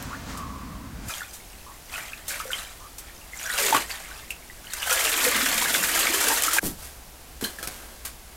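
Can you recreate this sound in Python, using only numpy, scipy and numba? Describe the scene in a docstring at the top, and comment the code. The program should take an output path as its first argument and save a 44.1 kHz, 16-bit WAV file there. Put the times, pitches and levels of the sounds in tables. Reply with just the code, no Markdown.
"""In a shallow stream between stone walls, greens are swished in a basket that is dunked, lifted
and left to drain. Trapped air bubbles ring under a crackle of spray, with slaps, gurgles and drips.
We listen first from the bank, over a dull rumble, then close by, where the stream murmurs.
Then the scene jumps to boots thudding up stone steps, crushing dry leaves and cracking twigs.
The walls add a short echo, and a low hum runs throughout."""
import sys
import numpy as np
from scipy import signal
from scipy.io import wavfile
from scipy.ndimage import uniform_filter1d
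from numba import njit

SR = 44100
rng = np.random.default_rng(int(sys.argv[2]) if len(sys.argv) > 2 else 0)


def unload_audio(sound):
    """Save the sound as a 16-bit wav file, at the path given as the first command line argument."""
    columns = np.transpose(np.atleast_2d(sound))
    # keep every value between -1 and 1, then stretch to whole-number steps
    steps = np.round(np.clip(columns, -1, 1) * 32767)
    wavfile.write(sys.argv[1], SR, steps.astype(np.int16))


N = 368676
T = np.arange(N) / SR
SLOW_T = T[::64]  # a coarser clock for slow changes
CLOSE_S, STEPS_S = 1.092, 6.595  # the listening place jumps to the water's edge, then the scene changes to the steps

# tone colour of spray: (frequency [Hz], level [dB])
SPRAY_COLOUR = [(150, -37.5), (500, -6), (1300, -7), (3200, -3.5), (6000, 1), (7500, 5), (8300, 1.5),
                (9300, 5), (9800, 0.5), (13500, 1), (16000, -11.5)]
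# water pours through the lifted basket's mesh:
# (full flow from [s], until [s], relative bubbling [dB], relative spray [dB], deepest pitch [Hz])
POURS = [(3.596, 3.765, -26.5, -26, 330), (4.909, 6.6, -25.5, -27, 165.4)]


def amp(db):
    """Turns decibels into a gain."""
    return 10 ** (np.asarray(db) / 20)


def evened(x):
    """Scales a sound to an average level of 1."""
    return x / np.sqrt(np.mean(x ** 2) + 1e-20)


def steadied(x, span_s):
    """Holds the level near 1 over each span; quicker flicker is kept."""
    size = max(int(span_s * SR), 64)
    power = uniform_filter1d(uniform_filter1d(x ** 2, size), size)
    return x / np.sqrt(abs(power) + 1e-12)


def level_at(colour, hz):
    """Looks up a tone colour's level in dB at any frequency."""
    known_hz, db = np.transpose(colour)
    return np.interp(np.log(hz + 1), np.log(known_hz + 1), db)


def add(mix, start_s, sound):
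    """Mixes a sound in at the given time."""
    part = mix[max(round(start_s * SR), 0):][:len(sound)]
    part += sound[:len(part)]


def coloured(x, colour, tilt_db=0):
    """Gives a sound a tone colour, tilted by tilt_db per octave above 500 Hz."""
    hz = abs(np.fft.fftfreq(4096, 1 / SR))
    log_gain = np.log(amp(level_at(colour, hz) + tilt_db * np.log2(np.maximum(hz, 500) / 500)))
    taps = np.fft.ifft(np.exp(signal.hilbert(log_gain).conj())).real  # keeps the front of a click sharp
    return signal.oaconvolve(x, taps[:len(hz) // 2])[:len(x)]


def noise(size, hz, kind="low"):
    """Noise below one frequency, or in a band between two."""
    return signal.sosfilt(signal.butter(2, hz, kind, fs=SR, output="sos"), rng.standard_normal(size))


def crackle(size, per_s, spread_db):
    """Random clicks, most of them small and a few large."""
    strength = rng.standard_normal(size) * amp(spread_db * np.minimum(rng.exponential(1, size), 4))
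    return strength * (rng.random(size) < per_s / SR)


def burst(t, rise, fade):
    """Swells to 1 over the rise time, then dies away."""
    return np.minimum(t / rise, 1) * np.exp(-np.maximum(t - rise, 0) / fade)


def plateau(start, end, rise_db_per_s, fall_db_per_s):
    """A level in dB that climbs to 0 at the start, holds to the end, and falls."""
    return -rise_db_per_s * np.maximum(start - SLOW_T, 0) - fall_db_per_s * np.maximum(SLOW_T - end, 0)


@njit
def ring(starts, height, hz, cycles, climb):
    """Tones that fade to about a third in `cycles` swings; climb lifts the pitch, as in a rising bubble."""
    out = np.zeros(N)
    for k in range(len(starts)):
        start = max(int(starts[k] * SR), 0)
        for i in range(min(int(5 * cycles[k] * SR / hz[k]), N - start)):
            turns = i * hz[k] / SR
            age = turns / cycles[k]
            level = height[k] * np.exp(-age) * (1 - np.exp(-turns ** 2 / 2))
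            out[start + i] += level * np.sin(2 * np.pi * turns * (1 + climb * age))
    return out


def background(hum_hz=60):
    """A dull rumble on the bank, then the stream's murmur, with a wavering hum under both."""
    # tone colours of the rumble and the stream: (frequency [Hz], level [dB])
    rumble_colour = [(25, -11), (55, 6.5), (110, -1), (270, -1), (360, -17.5), (1200, -18.5), (3500, -28.5),
                     (16000, -32.5)]
    stream_colour = [(20, 23.5), (58, 28), (110, 14.5), (550, 9.5), (700, 12.5), (1000, 8), (3500, 3.5),
                     (12000, 3), (16000, -1.5)]
    murmur = amp(-45) * evened(coloured(rng.standard_normal(N), stream_colour))
    rumble = amp(-38) * evened(coloured(rng.standard_normal(N), rumble_colour))
    waver = 0.63 * evened(noise(N, 7))
    hum = evened(np.sin(2 * np.pi * hum_hz * T + waver)) * amp(np.where(T < STEPS_S, -64, -54))
    return np.where(T < CLOSE_S, rumble, murmur) + hum


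def far_swish():
    """A hand swishes in the water, heard from the bank as a soft wash."""
    # how the swishing swells and sinks: (time [s], level [dB])
    swells = [(0, -41), (.25, -46), (.3, -38.5), (.45, -48.5), (.9, -55.5), (1.09, -46)]
    # its tone colour: (frequency [Hz], level [dB])
    swish_colour = [(300, -5), (1400, -3), (3000, -10.5), (7000, -11.5), (11000, -23)]
    level = amp(np.interp(T, *np.transpose(swells))) * (T < CLOSE_S)
    return level * evened(coloured(rng.standard_normal(N), swish_colour))


def walls(x, echo_db, ring_s=0.21, treble_ring_s=0.079, patterns=5):
    """Stone walls scatter a short echo whose treble dies first; it shifts as the source moves about."""
    t, out = T[:SR // 2], x
    for k in range(patterns):
        bounces = rng.standard_normal(len(t)) * (rng.random(len(t)) < 3000 / SR) * (t > .004)
        low = signal.sosfilt(signal.butter(1, 4000, fs=SR, output="sos"), bounces)
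        tail = low * amp(-60 * t / ring_s) + (bounces - low) * amp(-60 * t / treble_ring_s)
        share = np.sin(np.pi / 2 * np.minimum((T / .06 - k) % patterns, 2))  # the patterns take turns
        out = out + amp(echo_db) * signal.oaconvolve(x * share, tail / np.linalg.norm(tail))[:N]
    return out


def slaps():
    """A hand, the basket or a falling clump of water slaps the surface."""
    # hits on the water: (time [s], level [dB], fading time [s])
    hits = [(0.025, -31.5, 0.0026), (0.373, -36.5, .012), (1.085, -32, 0.0071), (1.332, -37.5, 0.033),
            (2.28, -28, 0.034), (2.982, -33.5, 0.015), (4.304, -31, 0.009), (4.734, -24, 0.007),
            (4.926, -18.5, 0.013), (5.240, -20, 0.025), (5.577, -23, 0.011), (5.990, -21.5, 0.018),
            (6.135, -24.5, 0.078), (6.283, -17.5, 0.0064), (6.422, -14, 0.0018), (6.435, -16, 0.0066),
            (6.531, -21, 0.044)]
    t, out = T[:SR // 5], np.zeros(N)
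    for start, db, fade in hits:
        splash = evened(coloured(rng.standard_normal(len(t)), SPRAY_COLOUR))
        add(out, start, amp(db) * burst(t, .001, fade) * splash)
    return out


def gurgles(width_hz=175, fade_db_per_s=31):
    """Churning water sounds through a hollow whose pitch slides."""
    # soft gurgles: (time [s], length [s], first pitch [Hz], last pitch [Hz], level [dB])
    glides = [(0.101, 0.057, 905, 1904, -38), (0.329, 0.59, 1153, 1058, -38.5),
              (1.662, .06, 1120, 1020, -46), (2.801, 0.084, 1100, 1250, -49.5),
              (3.45, .13, 1650, 1350, -35), (3.584, .14, 548, 320, -35.5), (6.295, 0.043, 900, 978, -29.5)]
    out = np.zeros(N)
    for start, length, first_hz, last_hz, db in glides:
        size = int(length * SR)
        churn = noise((2, size), width_hz / 2)
        phase = 2 * np.pi * np.cumsum(np.geomspace(first_hz, last_hz, size)) / SR
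        tone = churn[0] * np.cos(phase) - churn[1] * np.sin(phase)  # noise centred on the sliding pitch
        level = amp(db - fade_db_per_s * T[:size]) * signal.windows.tukey(size, .1)
        add(out, start, level * steadied(tone, 0.05))
    return out


def stroke(start, hold, bubbling_db, spray_db, largest_hz=565):
    """A push churns the water at once, and it settles slowly."""
    push_db = plateau(start, start + hold, rise_db_per_s=370, fall_db_per_s=87)
    return bubbling_db + push_db, spray_db + push_db, np.full(len(SLOW_T), largest_hz)


def churning(trickle_db=-63):
    """Strokes and pours together set the bubbling, the spray and the pitch of the largest bubbles."""
    # the hand, the basket or a gush pushes into the water:
    # (time [s], hold [s], relative bubbling [dB], relative spray [dB])
    pushes = [(1.096, 0.044, -39, -38), (1.932, 0.033, -35.5, -40.5), (2.075, 0.033, -43, -49),
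              (2.298, 0.084, -36.5, -38.5), (2.524, 0.026, -36, -36.5), (3.035, 0.04, -48, -62),
              (3.375, .12, -43.5, -46), (3.898, 0.018, -36.5, -40.5), (4, 0.2, -45, -50),
              (5.26, 0.16, -27, -32.5), (5.964, 0.033, -26.5, -29.5), (6.243, .08, -30, -26.5)]
    events = [stroke(*row) for row in pushes] + [pour(*row) for row in POURS]
    each_bubbling, each_spray, each_hz = np.stack(events, 1)
    trickle = amp(trickle_db) * (SLOW_T > CLOSE_S)  # the wet basket sprays a little between strokes
    bubbling_db = 10 * np.log10((amp(each_bubbling) ** 2).sum(0))
    spray_db = 10 * np.log10((amp(each_spray) ** 2).sum(0) + trickle ** 2)
    heard = each_bubbling >= each_bubbling.max(0) - 12  # within 12 dB of the loudest
    largest_hz = np.where(heard, each_hz, np.inf).min(0)
    return [np.interp(T, SLOW_T, curve) for curve in (bubbling_db, spray_db, largest_hz)]


def clumps(per_s, fade_s):
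    """A ragged level: water lands in clumps, each sudden and quickly fading."""
    landings = rng.exponential(1, N) * (rng.random(N) < per_s / SR)
    return np.sqrt(signal.lfilter([1], [1, -np.exp(-1 / (fade_s * SR))], landings) + 0.24)


def bubble_swarm(bubbling_db, largest_hz, surge, tries=38000, spread_db=4.0, typical_cycles=3.76):
    """Trapped air rings: harder churning makes more bubbles, and deeper plunges larger ones."""
    # tone colour of the swarm: (frequency [Hz], level [dB])
    bubble_colour = [(200, -3), (400, -5.5), (800, -1.5), (1600, 8), (3200, 3.5), (4500, -2), (8000, -8.5)]
    when, pitch, size, ringing, luck = rng.random((tries, 5)).T
    starts = CLOSE_S + when * (STEPS_S - CLOSE_S)
    hz = 145 * 52 ** (pitch ** .75)
    bigness = np.interp(starts, T, largest_hz) / hz
    chance = amp(.3 * (np.interp(starts, T, bubbling_db) + 26))
    born = (luck < chance) & (bigness < 2)
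    # the largest bubbles glug loudest; oversized ones are nearly silent
    size_gain = (1 + np.minimum(bigness, 1) ** 2) / np.sqrt(1 + bigness ** 20)
    height = amp(level_at(bubble_colour, hz) - spread_db * np.log(size + .02)) * size_gain
    height *= (hz / 1000) ** .8  # small bubbles die sooner, so they start stronger
    height *= np.interp(starts, T, surge)
    cycles = typical_cycles * 2 ** (2 * ringing - 1)
    swarm = ring(starts[born], height[born], hz[born], cycles[born], climb=0.024)
    return amp(bubbling_db - 2.5) * steadied(swarm, 0.073)


def spray(spray_db, surge):
    """Coarse spray lands with the clumps that trap bubbles; finer, brighter spray falls in its own time."""
    out = np.zeros(N)
    for level, tilt_db in (surge, -2), (clumps(per_s=170, fade_s=.005), 3):
        clicks = crackle(N, per_s=12000, spread_db=2.2)
        out += level * evened(coloured(clicks, SPRAY_COLOUR, tilt_db))
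    return amp(spray_db - 0.8) * steadied(out, 0.63)


def plops(tinkle_hz=3000):
    """Single large drops and gulps: gentle ones ring longest, tiny ones tinkle."""
    # large drops: (time [s], level [dB], pitch [Hz])
    drops = [(1.097, -26, 1326), (1.138, -21, 3240), (1.207, -22.5, 1690), (1.217, -21.5, 1434),
             (1.958, -24, 2780), (1.959, -26, 1390), (2.133, -20.5, 2510), (2.401, -21, 1250),
             (2.452, -28, 512), (2.504, -20.5, 1476), (2.532, -9.5, 3040), (3.333, -25, 2040),
             (3.373, -27, 7320), (3.390, -26, 5770), (3.430, -22.5, 6700), (3.463, -22, 5730),
             (3.500, -17, 1850), (3.515, -20, 8900), (3.665, -11, 6900), (3.725, -4.5, 870),
             (3.747, -7, 1115), (3.913, -18.5, 4500), (4.112, -30, 1510), (4.306, -14.5, 2660),
             (4.499, -31, 1920), (4.670, -28, 2950), (4.723, -28, 3700), (4.735, -27, 1520),
             (4.829, -13, 2890), (4.870, -26, 720), (4.876, -19, 1507), (4.910, -12, 5850),
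             (4.911, -22, 517), (4.918, -13, 1370), (5.263, -17, 485), (5.426, -23, 265),
             (5.657, -13, 1630), (5.743, -8, 3440), (5.748, -10.5, 1560), (5.800, -30.5, 195),
             (6.070, -6, 2260), (6.097, -23, 330), (6.138, -21.5, 401), (6.270, -24, 453),
             (6.481, -9.5, 1306), (6.566, -18, 882), (6.584, -4, 1586), (6.585, -6.5, 2360)]
    starts, db, hz = np.array(drops, float).T.copy()
    cycles = 3.7 * amp(-0.22 * db) * np.maximum(hz / tinkle_hz, 1)
    return ring(starts, amp(db), hz, cycles, climb=0.0061)


def droplets(spray_db, count, cap_db, floor_db=-55, spread_db=4.5):
    """Random times, levels and pitch choices (0 to 1) for droplets: most are small, a few much louder."""
    when, pitch, size = rng.random((count, 3)).T
    starts = CLOSE_S + when * (STEPS_S - CLOSE_S)
    flow_db = np.clip(np.interp(starts, T, spray_db), floor_db, cap_db)  # wet greens never stop dripping
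    return starts, flow_db - spread_db * np.log(size + .04), pitch


def drips(spray_db):
    """Droplets fall from the mesh and tinkle; a heavy flow covers them."""
    starts, db, pitch = droplets(spray_db, count=520, cap_db=-37)
    hz = 1800 * 4.5 ** pitch
    return ring(starts, amp(db + 2.5), hz, cycles=8 * np.sqrt(hz / hz.min()), climb=.01)


def spatter(spray_db, lowest_hz=5400):
    """The finest droplets land with short bright ticks."""
    starts, db, pitch = droplets(spray_db, count=420, cap_db=-41)
    return ring(starts, amp(db + 5), lowest_hz * (1 + pitch), cycles=np.full(len(db), 6.), climb=0.)


def pour(start, end, bubbling_db, spray_db, deepest_hz, first_hz=475, deepen_s=0.174, thin_s=1.7):
    """As the basket rises, water falls further and traps larger bubbles, until the flow runs thin."""
    flow_db = plateau(start, end, rise_db_per_s=96, fall_db_per_s=165)
    flow_db -= 2.5 * (SLOW_T > 6.35)  # the wash drops as the flow at last breaks into clumps
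    age = np.clip(SLOW_T - start, -.25, end - start)
    largest_hz = deepest_hz + (first_hz - deepest_hz) * np.exp(-age / deepen_s)
    largest_hz *= 1 + (age / thin_s) ** 4
    thinning_db = 1.15 * age  # a thinner flow bubbles less
    return bubbling_db + flow_db - thinning_db, spray_db + flow_db, largest_hz


def glugs(bubbling_db, largest_hz, tries=36):
    """Now and then the pouring water traps a big pocket of air, close to the largest size."""
    when, pitch, size = rng.random((tries, 3)).T
    starts = CLOSE_S + (np.arange(tries) + when) / tries * (STEPS_S - CLOSE_S)
    pouring = sum((starts > first) & (starts < last) for first, last, *_ in POURS)
    height = pouring * amp(np.interp(starts, T, bubbling_db) - 2 - 6 * size)
    hz = np.interp(starts, T, largest_hz) * 1.566 * 2 ** (pitch - .5)
    return ring(starts, height, hz, cycles=np.full(tries, 4.), climb=0.022)


def dunk(start_s=3.74, db=-20.5, band_hz=(190, 2000)):
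    """The basket drops back: its flat bottom shoves the water aside with a dull whump."""
    t, out = T[:SR // 2], np.zeros(N)
    shove = evened(noise(len(t), band_hz, "band"))
    add(out, start_s, amp(db) * burst(t, rise=0.0069, fade=0.021) * shove)
    return out


def footsteps(sole_hz=(172, 335), ground_hz=110):
    """Each boot lands with a dull thud and crushes dry leaves in a rush of tiny snaps."""
    # soles land on stone: (time [s], level [dB], fading time [s])
    thuds = [(6.629, -20.5, 0.0095), (6.66, -26, 0.016), (7.425, -25, 0.0082), (7.437, -36, 0.009)]
    # leaves crush: (time [s], level [dB], rise time [s], fading time [s], tilt [dB per octave])
    crunches = [(6.61, -27.5, 0.054, 0.03, 3), (6.739, -40.5, 0.11, 0.06, 0.5),
                (7.409, -34, 0.003, 0.087, -0.5), (7.439, -27.5, 0.003, 0.016, 1.5),
                (7.585, -39, 0.0016, 0.041, -1), (7.627, -30, .002, 0.02, 0),
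                (7.672, -26.5, 0.0008, 0.011, -1), (7.691, -42, 0.025, 0.2, -1),
                (8.049, -28.5, 0.001, 0.02, 1)]
    # tone colour of dry leaves: (frequency [Hz], level [dB])
    leaf_colour = [(80, -2), (400, 6.5), (1000, 4), (1600, 6.5), (2300, 1.5), (12500, 4.5), (16000, -5.5)]
    t, out = T[:SR // 2], np.zeros(N)
    for start, db, fade in thuds:
        sole = steadied(noise(len(t), sole_hz, "band"), 0.018)
        add(out, start, amp(db) * burst(t, 0.00074, fade) * sole)
    ground = steadied(noise(len(t), ground_hz), .05)  # the nearest step also shakes the ground
    add(out, thuds[0][0], amp(-36) * burst(t, rise=0.026, fade=0.075) * ground)
    for start, db, rise, fade, tilt_db in crunches:
        snaps = coloured(crackle(len(t), per_s=3600, spread_db=1.0), leaf_colour, tilt_db)
        add(out, start, amp(db) * burst(t, rise, fade) * steadied(snaps, 0.021))
    return out


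def twigs(ring_s=0.0029):
    """Dry twigs crack under a boot and ring for an instant."""
    # cracks: (time [s], level [dB], pitch [Hz])
    cracks = [(7.441, -18.5, 3100), (7.445, -17, 4160), (7.449, -18.5, 1640), (7.586, -23, 1710)]
    starts, db, hz = np.array(cracks, float).T.copy()
    return ring(starts, amp(db), hz, cycles=ring_s * hz, climb=0.)


def scene():
    """The washing, then the boots, both echoing off stone over the background."""
    bubbling_db, spray_db, largest_hz = churning()
    surge = clumps(per_s=130, fade_s=.008)
    water = spray(spray_db, surge) + bubble_swarm(bubbling_db, largest_hz, surge)
    water += slaps() + far_swish() + plops() + drips(spray_db) + spatter(spray_db)
    water += glugs(bubbling_db, largest_hz) + gurgles() + dunk()
    by_the_water = np.clip((STEPS_S - T) / .002, 0, 1)
    washing = walls(water, echo_db=-8) * by_the_water
    boots = walls(footsteps() + twigs(), echo_db=-6)
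    return (washing + boots + background())[None]


def record(dry, top_hz=15900):
    """Cuts off the very highest treble."""
    return signal.oaconvolve(dry, signal.firwin(511, top_hz, window=("kaiser", 9), fs=SR)[None], "same")


dry = scene()
out = record(dry)
unload_audio(out)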